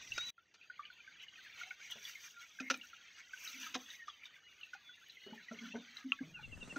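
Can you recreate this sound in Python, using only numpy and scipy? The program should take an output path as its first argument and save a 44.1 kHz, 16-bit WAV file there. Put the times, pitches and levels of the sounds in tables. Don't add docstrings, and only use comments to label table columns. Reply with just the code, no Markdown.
import sys
import numpy as np
from scipy import signal
from scipy.fft import rfft, irfft, next_fast_len
from scipy.io import wavfile
from scipy.ndimage import uniform_filter1d, map_coordinates

SR = 44100
rng = np.random.default_rng(int(sys.argv[2]) if len(sys.argv) > 2 else 0)


def materialize(psi):
    bounded = np.clip(np.atleast_2d(psi).T, -1, 1)
    quanta = np.round(bounded * 32767).astype(np.int16)
    wavfile.write(sys.argv[1], SR, quanta)


N = 298998


# time in seconds, level in dB.
OVERALL_LEVEL = [(.3035, -3.5), (.305, -20), (.335, -23), (.38, -14)]

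# time in seconds, gurgle in dB, fizz in dB, spray in dB.
RIFFLE_FLOW = [(0, -56.5, -68.5, -92), (.11, -61, -66, -82), (.2, -55, -59, -82), (.3, -57.5, -62, -76)]
BROOK_FLOW = [(0.36, -73.5, -96, -100), (0.48, -65.5, -77.5, -100), (0.72, -55, -79, -88),
              (1.27, -56.5, -71, -90), (1.47, -49.5, -66, -78), (1.84, -55, -66, -83),
              (2.08, -50.5, -57.5, -67), (2.49, -57.5, -65.5, -80.5), (2.76, -57.5, -69, -75),
              (3, -52.5, -65.5, -83.5), (3.28, -58.5, -68, -87), (3.44, -47.5, -51.5, -60.5),
              (3.66, -47.5, -55, -65.5), (3.95, -55.5, -67, -78), (4.19, -57, -73.5, -86.5),
              (5.2, -57, -72, -81.5), (5.69, -51.5, -64.5, -83), (6.49, -59, -72.5, -82),
              (6.78, -55.5, -68, -99)]

# frequency in Hz, strength per Hz in dB.
GURGLE_COLOUR = [(600, -24.5), (950, -11), (1150, -16.5), (1480, -3.5), (1700, -5.5), (2250, -1.5),
                 (3200, -2), (4400, -9), (5200, -27.5), (6500, -69)]
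FIZZ_COLOUR = [(3500, -44.5), (4400, -16), (4750, -5), (5100, -11.5), (5800, 1.5), (6500, -1),
               (7200, -18.5), (7800, -14), (9000, -47)]
SPRAY_COLOUR = [(6500, -27), (8000, -7.5), (9500, -14), (11300, -9.5), (12600, -2), (15800, -3.5)]
MURMUR_COLOUR = [(30, -16.5), (75, -2), (300, -5), (700, -9), (1100, -16), (2000, -33)]

# pitch in Hz, width in Hz, level over the gurgle in dB.
HIGH_RINGS = [(4725, 180, -11.5), (6500, 340, -11)]

# time of the height in seconds,
# length in seconds, pitch of the hollow in Hz, churn level in dB, lift of the hiss in dB.
WAVELETS = [(0.857, 0.086, 2380, -41.5, 2.5), (1.223, .08, 2960, -41, 6), (0.978, .09, 2710, -45.5, 0),
            (1.605, 0.14, 2225, -41, 12), (1.67, .16, 748, -54, 1), (1.851, 0.16, 2205, -40.5, 10.5),
            (1.921, 0.064, 3300, -37, 12.5), (2.08, 0.18, 1950, -52, 7), (2.249, 0.1, 1435, -53, 6),
            (2.422, 0.093, 2260, -45, 4), (2.668, .12, 2130, -38, 2.5), (3.189, 0.11, 2187, -46, 13),
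            (3.473, 0.34, 2360, -45, 3), (3.649, 0.16, 1696, -41.5, 2), (3.923, .13, 1923, -44.5, 8.5),
            (4.097, 0.086, 3330, -40.5, 0.5), (4.261, 0.071, 2990, -45.5, 7.5),
            (5.65, 0.17, 1427, -50, 5.5), (5.994, 0.13, 1252, -48, 10), (6.391, 0.13, 1467, -41, -0.5)]

# frequency in Hz, strength in dB.
WIND_LEVEL = [(0, -97), (.08, -79), (.11, -52), (.3, -57.5), (.35, -110), (5.9, -91.5), (6.35, -53.5),
              (6.54, -36), (6.78, -42)]
WIND_COLOUR = [(8, -6.0), (28, -10.0), (60, -10.5), (130, -10.5), (300, -37.5)]

# start in seconds, pitch in Hz, peak in dB.
LARGE_PLOPS = [(.119, 2754, -40.5), (.177, 1450, -41.5), (.379, 1420, -48.5), (.698, 1504, -38.5),
               (.792, 1211, -33.5), (.852, 3020, -40.5), (.9, 1506, -44.5), (1.075, 1604, -42),
               (1.282, 2950, -42.5), (1.612, 1456, -36), (1.706, 2255, -36.5), (1.708, 1510, -38),
               (2.153, 2170, -38), (2.587, 1616, -38.5), (2.6, 2535, -36), (2.703, 563, -36),
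               (2.708, 1390, -32.5), (2.741, 2500, -34.5), (2.812, 2880, -40), (2.93, 1395, -44),
               (3.333, 1568, -35), (3.665, 1315, -39), (3.751, 1092, -37), (3.757, 766, -39.5),
               (4.08, 1226, -34.5), (4.233, 2380, -43.5), (4.631, 2756, -37), (4.732, 1500, -37.5),
               (4.747, 822, -49.5), (4.891, 1510, -45), (5.097, 4020, -42.5), (5.26, 406, -47),
               (5.33, 887, -45.5), (5.376, 1830, -44), (5.393, 1690, -49), (5.483, 1990, -40.5),
               (5.512, 1400, -41.5), (5.514, 635, -48), (5.654, 1424, -43.5), (5.721, 2770, -40),
               (5.755, 1555, -40.5), (6.188, 1665, -41), (6.39, 883, -48.5), (6.76, 1450, -33)]

# time in seconds, pitch in Hz, level in dB.
BIRD_CALL = [(.13, 3860, -63), (.185, 3790, -44), (.213, 3780, -40.5), (.25, 3944, -43),
             (.304, 3906, -44.5), (.32, 3925, -75)]

# start in seconds, length in seconds, start pitch in Hz, end pitch in Hz,
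# peak in dB, waver as a share of the pitch.
BIRD_WHISTLES = [(4.41, 0.15, 2940, 2817, -49, 0.0033), (4.838, 0.12, 3480, 3397, -43, .003),
                 (5.19, 0.17, 2910, 2948, -43.5, 0.002)]

# start in seconds, level in dB, hold in seconds, t60 in seconds.
SPLASHES = [(0.1786, -31.5, 0.0061, 0.014), (0.54, -49, 0.014, 0.057), (1.798, -43.5, 0.0048, 0.045),
            (2.5986, -31, 0.0086, .05), (2.7007, -17.5, 0.0079, 0.069), (2.738, -34.5, 0.0054, 0.093),
            (3.741, -26, 0.019, 0.027), (4.074, -44.5, 0.017, 0.096), (4.734, -41, 0.011, .047),
            (5.763, -45, 0.0047, 0.04), (6.127, -43.5, .004, 0.083), (6.759, -37.5, 0.006, 0.067)]
# frequency in Hz, strength in dB.
SPLASH_COLOUR = [(300, -10.0), (900, -10), (1350, -7.5), (3800, -5.5),
                 (4900, -8.5), (6200, -5.5), (8500, -34), (15500, -38)]
# pitch in Hz, width in Hz, level in dB.
STONE_GAP = [(1370, 144, -1.5), (1780, 70, 1), (2420, 170, -6), (3810, 120, -2), (6280, 180, -14)]

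# time of the height in seconds, length in seconds,
# start pitch in Hz, end pitch in Hz, level in dB.
RUNNELS = [(1.811, 0.073, 1206, 1900, -43), (2.398, 0.18, 1444, 1340, -40.5),
           (4.021, 0.1, 1950, 1760, -35.5), (6.214, 0.15, 2240, 2000, -45), (6.401, 0.1, 2620, 2150, -43)]

# start in seconds, pitch in Hz, peak in dB,
# swell in seconds, t60 in seconds, gargle in dB over the gulp.
GULPS = [(1.955, 223, -58, 0.0031, 0.2, 8.5), (2.604, 259.4, -35, 0.0048, 0.26, -13.5),
         (2.704, 263, -35.5, 0.0081, 0.25, -5.5), (3.529, 258.8, -49.5, 0.037, 0.7, -42),
         (3.75, 255.2, -36, 0.008, 0.2, -3.5), (5.258, 210, -51, 0.017, 0.53, 5.5),
         (5.32, 227, -38.5, 0.0085, 0.17, -13), (5.508, 229.5, -36, 0.0093, 0.29, -6.5),
         (5.604, 229.7, -39, 0.021, 0.68, -19), (5.73, 234.2, -32, 0.034, 0.19, -5.5),
         (6.039, 262, -31, 0.026, 0.18, -37), (6.205, 262, -27.5, 0.011, 0.069, -23.5),
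         (6.228, 156, -46.5, 0.0033, 0.92, -4), (6.762, 279, -33.5, 0.0055, .2, -5.5)]
# frequency in Hz, strength per Hz in dB.
GARGLE_COLOUR = [(100, -11), (190, -7), (300, -2), (520, -8.5), (750, -6.5), (1200, -12.5), (2200, -17)]
# multiple of its pitch, level in dB.
POCKET_RINGS = [(1.9, 2), (2.4, -6), (2.95, -4.5)]

# time in seconds, level in dB.
NEARNESS = [(0, -121), (5.9, -99), (6.3, -19.5), (6.5, -3), (6.66, 4), (6.78, 7)]
# pitch in Hz, width in Hz, level in dB.
EXHAUST = [(113, 53, -5.5), (175, 68, 1), (254, 74, 2), (514, 290, -9), (1520, 810, -13.5)]
# frequency in Hz, strength per Hz in dB.
HISS_COLOUR = [(300, 5.5), (1500, -1), (4000, -17), (7700, -2), (9300, -11), (12000, -36)]

# pitch in Hz, level in dB, t60 in seconds.
PEBBLE_RINGS = [(2727, 15, 0.015), (2530, -11, 0.096), (3150, -9, 0.054), (1330, -9, 0.074),
                (1127, -12.5, 0.089)]

GURGLE_GROWS, SPRAY_GROWS = 0.57, 0.92
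RILLS_DB, BUBBLES_DB, RUSH_DB = -3, -1, 0
RUSH_GROWS = 0.22
MURMUR_DB, MURMUR_FOLLOWS = -67, 0.4
SCATTER_DB, SCATTER_FOLLOWS = 5, 0.78
EDDIES_PER_S, EDDY_S, EDDY_DB = 4, 0.11, 0
EDDY_HZ, CHURN_DRIFT = (2300, 4210), 0.0404
SMALL_PLOPS_PER_S, SMALL_PLOP_HZ, SMALL_PLOP_DB = 3, (2090, 4160), 8.5
CHIRP_START_S, CHIRP_EVERY_S, CHIRP_S = 6.338, 0.0888, 0.0393
CHIRP_FROM_HZ, CHIRP_TO_HZ, CHIRP_DB = 2876, 2600, -32.5
CHIRP_WAVER = 0.0099
TOP_HZ = 15750


def amp(db):
    return 10 ** (np.asarray(db) / 20)


def unit(x):
    return x / np.sqrt(np.mean(x ** 2) + 1e-20)


def curves(rows):
    s, *cols = np.transpose(rows)
    return [np.interp(np.arange(N) / SR, s, c) for c in cols]


def wobble(rate):
    return map_coordinates(rng.standard_normal(4096), [np.arange(N) * rate / SR], mode="wrap")


def filtered(x, response):
    m = next_fast_len(N + SR // 2)
    return irfft(rfft(x, m) * response(np.fft.rfftfreq(m, 1 / SR)), m)[..., :N]


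def coloured(x, points):
    f, db = np.transpose(points)

    def gain(hz):
        return amp(np.interp(np.log(hz + 1), np.log(f), db, left=-120, right=-120))

    return unit(filtered(x, gain))


def resonances(modes):
    def response(f):
        total = 0
        for k, (centre, width, db) in enumerate(modes):
            damping = 1j * f * width
            total = total + (-1) ** k * amp(db) * damping / (centre * centre - f * f + damping)
        return total

    return response


def add(track, s, sound):
    start = max(0, round(s * SR))
    part = track[start:start + len(sound)]
    part += sound[:len(part)]


def swarm(starts, tones):
    at = (starts * N).astype(int) + np.arange(tones.shape[1])
    return unit(np.bincount(at.ravel(), tones.ravel(), N)[:N])


def rush(points, patchy_db):
    z = signal.stft(rng.standard_normal(N), nperseg=1024)[2]
    field = uniform_filter1d(rng.standard_normal(z.shape), size=5, axis=0)
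    field = uniform_filter1d(field, size=11, axis=1)
    noise = signal.istft(z * amp(patchy_db * unit(field)), nperseg=1024)[1][:N]
    return coloured(noise, points)


def burble(hz, width_hz, size):
    t = np.arange(size) / SR
    knots = rng.standard_normal((2, int(t[-1] * width_hz) + 4))
    a, b = (map_coordinates(k, [t * width_hz]) for k in knots)
    turn = 2 * np.pi * np.cumsum(hz * np.ones(size)) / SR
    return a * np.sin(turn) + b * np.cos(turn)


def flow():
    in_riffle = np.arange(N) / SR < OVERALL_LEVEL[1][0]
    gurgle_db, fizz_db, spray_db = np.where(in_riffle, curves(RIFFLE_FLOW), curves(BROOK_FLOW))
    lift_db = np.zeros(N)
    for s, length, _, _, db in WAVELETS:
        add(lift_db, s - length / 2, db * np.hanning(int(length * SR)))
    return gurgle_db + GURGLE_GROWS * lift_db, fizz_db + lift_db, spray_db + SPRAY_GROWS * lift_db


def scattered(count, pitch_range, over_db):
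    u, gurgle_db = rng.random((count, 3)), flow()[0]
    at = ((np.arange(count) + u[:, 0]) * N / count).astype(int)
    low, high = pitch_range
    hz = low * (high / low) ** u[:, 1]
    around_db = gurgle_db.mean() + SCATTER_FOLLOWS * (gurgle_db[at] - gurgle_db.mean())
    return list(zip(at / SR, hz, around_db + over_db + SCATTER_DB * (2 * u[:, 2] - 1)))


def rills(count, low_hz, high_hz, life, spread_db, bend):
    u, chance = rng.random((count, 3)), rng.standard_normal((count, 2))
    t = np.arange(SR // 10) / SR
    hz = low_hz * (high_hz / low_hz) ** u[:, 1:2]
    age = np.minimum(t / (life * (.5 + u[:, 2:3])), 1)
    size = amp(spread_db * np.clip(chance[:, :1], -2, 2))
    shape = np.sin(np.pi * np.sqrt(age)) ** 2
    tones = size * shape * np.sin(2 * np.pi * hz * t * (1 + bend * chance[:, 1:] * t))
    return swarm(u[:, :1], tones)


def bubbles(count, low_hz, high_hz, cycles, spread_db, glide):
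    u = rng.random((count, 4))
    t = np.arange(SR // 50) / SR
    hz = low_hz * (high_hz / low_hz) ** u[:, 1:2]
    age = hz * t / (cycles * (.5 + u[:, 2:3]))
    size = amp(-spread_db * np.log(np.maximum(u[:, 3:], .02)))
    shape = np.exp(-age) * (1 - np.exp(-4 * age)) * (1 - t / t[-1])
    tones = size * shape * np.sin(2 * np.pi * hz * t * (1 + glide * t))
    return swarm(u[:, :1], tones)


def stream():
    gurgle_db, fizz_db, spray_db = flow()
    faster_db = gurgle_db - gurgle_db.mean()
    lapping, flutter = wobble(17), .9 * wobble(45)

    tones = coloured(rills(count=750, low_hz=1150, high_hz=5000, life=.04, spread_db=4, bend=.25), GURGLE_COLOUR)
    large = bubbles(count=900, low_hz=1100, high_hz=5000, cycles=16, spread_db=2.5, glide=-1)
    small = bubbles(count=3500, low_hz=4300, high_hz=9000, cycles=22, spread_db=2.8, glide=0)
    droplets = bubbles(count=500, low_hz=6000, high_hz=15000, cycles=2, spread_db=6, glide=0)

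    gurgle = amp(RILLS_DB) * tones + amp(BUBBLES_DB) * coloured(large, GURGLE_COLOUR)
    gurgle += amp(RUSH_DB + RUSH_GROWS * faster_db) * rush(GURGLE_COLOUR, patchy_db=4)
    gurgle *= amp(gurgle_db + 1.7 * lapping)

    fizz = .7 * coloured(small, FIZZ_COLOUR) + .8 * rush(FIZZ_COLOUR, patchy_db=3.5)
    fizz *= amp(fizz_db + 2 * lapping + 1.6 * flutter)

    spray = rush(SPRAY_COLOUR, patchy_db=.5) + .4 * coloured(droplets, SPRAY_COLOUR)
    spray *= amp(spray_db + 2.2 * lapping + 2.2 * flutter + 1.5 * wobble(150))

    murmur = amp(MURMUR_DB + MURMUR_FOLLOWS * faster_db) * rush(MURMUR_COLOUR, patchy_db=1.0)

    ring = sum(amp(db + 3 * wobble(16) - 1) * burble(hz, width, N) for hz, width, db in HIGH_RINGS)
    ring = amp(np.minimum(gurgle_db, gurgle_db.mean())) * ring
    return amp(2.5) * gurgle + amp(9.0) * fizz + amp(9.5) * spray + murmur + ring


def churning():
    out = np.zeros(N)
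    chance = scattered(round(EDDIES_PER_S * N / SR), EDDY_HZ, EDDY_DB)
    eddies = [(s, EDDY_S, hz, db) for s, hz, db in chance]
    for s, length, hz, db, *_ in list(WAVELETS) + eddies:
        shape = np.hanning(int(length * SR))
        pitch = hz * (1 + CHURN_DRIFT * rng.standard_normal() * np.linspace(-1, 1, len(shape)))
        crowd = burble(pitch, hz / 16, len(shape)) + .6 * burble(pitch, hz / 3, len(shape))
        add(out, s - length / 2, amp(db) * shape * crowd)
    spurts = amp(3 * wobble(60) - 1)
    return out * spurts


def wind():
    buffet = np.array([rush(WIND_COLOUR, patchy_db=4.0) for _ in range(2)])
    left_right_db = [[0], [-10]]
    return amp(curves(WIND_LEVEL)[0]) * amp(left_right_db) * buffet


def plops(rise_cycles=4.6, t60=0.045, glide=-1.51, linger_db=-16, froth_db=-15):
    out, t = np.zeros(N), np.arange(SR // 10) / SR
    small = scattered(round(SMALL_PLOPS_PER_S * N / SR), SMALL_PLOP_HZ, SMALL_PLOP_DB)
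    for s, hz, db in list(LARGE_PLOPS) + small:
        onset = 1 - np.exp(-(t * hz / rise_cycles) ** 2)
        shape = onset * amp(-60 * t / t60)
        tone = shape / shape.max() * np.sin(2 * np.pi * hz * t * (1 + glide * t))
        linger = amp(linger_db - 60 * t / 0.2) * burble(hz, hz / 10, len(t))
        froth = amp(froth_db - 60 * t / 0.065) * burble(1.3 * hz, 0.62 * hz, len(t))
        add(out, s, amp(db + 10.0) * (tone + onset * (linger + froth)))
    return out


def birds(count=5):
    whistles = np.zeros(N)
    chirps = [(CHIRP_START_S + k * CHIRP_EVERY_S, CHIRP_S, CHIRP_FROM_HZ, CHIRP_TO_HZ, CHIRP_DB, CHIRP_WAVER)
              for k in range(count)]
    for s, length, start_hz, end_hz, db, unsteady in list(BIRD_WHISTLES) + chirps:
        u = np.linspace(0, 1, int(length * SR))
        waver = map_coordinates(rng.standard_normal(16), [u * length * 55])
        hz = (start_hz + (end_hz - start_hz) * u) * (1 + unsteady * waver)
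        add(whistles, s, amp(db) * np.sin(np.pi * u) * np.sin(2 * np.pi * np.cumsum(hz) / SR))

    call_hz, call_db = curves(BIRD_CALL)
    time = np.arange(N) / SR
    singing = (time > BIRD_CALL[0][0]) & (time < BIRD_CALL[-1][0])
    call = singing * amp(call_db) * np.sqrt(2) * np.sin(2 * np.pi * np.cumsum(call_hz) / SR)

    t = np.arange(SR // 4) / SR
    tail = rng.standard_normal(len(t)) * amp(-60 * t / 0.21)
    echo = signal.fftconvolve(whistles, tail / np.linalg.norm(tail))[:N]
    return (whistles + call) * amp(1.2 * wobble(120)) + amp(-10) * echo


def splashes(direct_db=-3, gap_db=-3):
    level, t = np.zeros(N), np.arange(SR // 5) / SR
    for s, db, hold, t60 in SPLASHES:
        decay = amp(db - 60 * np.maximum(t - hold, 0) / t60)
        add(level, s, decay * (1 - np.exp(-t / 0.000089)))
    droplets = amp(2.5 * wobble(400) - 1)
    burst = level * droplets * rush(SPLASH_COLOUR, patchy_db=2.5)
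    gap_ring = burst.std() * unit(filtered(burst, resonances(STONE_GAP)))
    return amp(direct_db) * burst + amp(gap_db) * gap_ring


def runnels(width_hz=70, clean=0.53):
    out = np.zeros(N)
    for s, length, start_hz, end_hz, db in RUNNELS:
        hz = np.linspace(start_hz, end_hz, int(length * SR))
        pure = np.sin(2 * np.pi * np.cumsum(hz) / SR)
        note = clean * pure + (1 - clean) * burble(hz, width_hz, len(hz))
        add(out, s - length / 2, amp(db) * np.hanning(len(hz)) * note)
    return out


def gulps(ring_db=-1, churn_db=-1):
    boom, gargle, ring = np.zeros(N), np.zeros(N), np.zeros(N)
    t = np.arange(SR // 2) / SR
    for s, hz, db, swell, t60, gargle_db in GULPS:
        age = np.maximum(t - swell, 0)
        shape = amp(db - 60 * age / t60) * np.sin(np.pi / 2 * np.minimum(t / swell, 1)) ** 2
        rough = np.minimum(t / .15, .55)
        tone = (1 - rough) * np.sin(2 * np.pi * hz * t) + rough * burble(hz, hz / 2, len(t))
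        add(boom, s, shape * tone)
        stir = shape * amp(gargle_db - 72 * age)
        add(gargle, s, stir)
        add(ring, s, stir * sum(amp(level) * burble(k * hz, 70, len(t)) for k, level in POCKET_RINGS))
    churn = amp(3.5 * wobble(70) - 1) * rush(GARGLE_COLOUR, patchy_db=4)
    return amp(8.0) * boom + amp(ring_db) * ring + amp(churn_db) * gargle * churn


def motorcycle(firing_hz=20.0):
    near = amp(curves(NEARNESS)[0])
    firings, t = np.zeros(N), np.arange(SR // 25) / SR
    for s in 6.726 - np.arange(-1, 12) / firing_hz:
        puff = np.exp(-t / 0.00028) + 0.38 * rng.standard_normal(len(t)) * np.exp(-t / 0.031)
        add(firings, s, amp(rng.normal(0, 0.55)) * puff)
    putter = amp(-58.0) * unit(filtered(firings, resonances(EXHAUST)))
    hiss = amp(-54.0) * np.array([rush(HISS_COLOUR, patchy_db=1) for _ in range(2)])
    return near * (putter + hiss)


def pebble():
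    out, t = np.zeros(N), np.arange(SR // 10) / SR
    ring = sum(amp(db - 60 * t / t60) * np.sin(2 * np.pi * hz * t) for hz, db, t60 in PEBBLE_RINGS)
    onset = 1 - np.exp(-(t / 0.00063) ** 2)
    grating = amp(1.7 * wobble(500)[:len(t)])
    add(out, 6.12, amp(-15.5) * ring * onset * grating)
    return out


def scene():
    water = stream() + churning() + plops() + splashes() + runnels() + gulps() + pebble()
    return amp(curves(OVERALL_LEVEL)[0]) * (water + wind() + birds() + motorcycle())


def record(dry):
    return filtered(dry, lambda hz: hz < TOP_HZ)


dry = scene()
out = record(dry)
materialize(out)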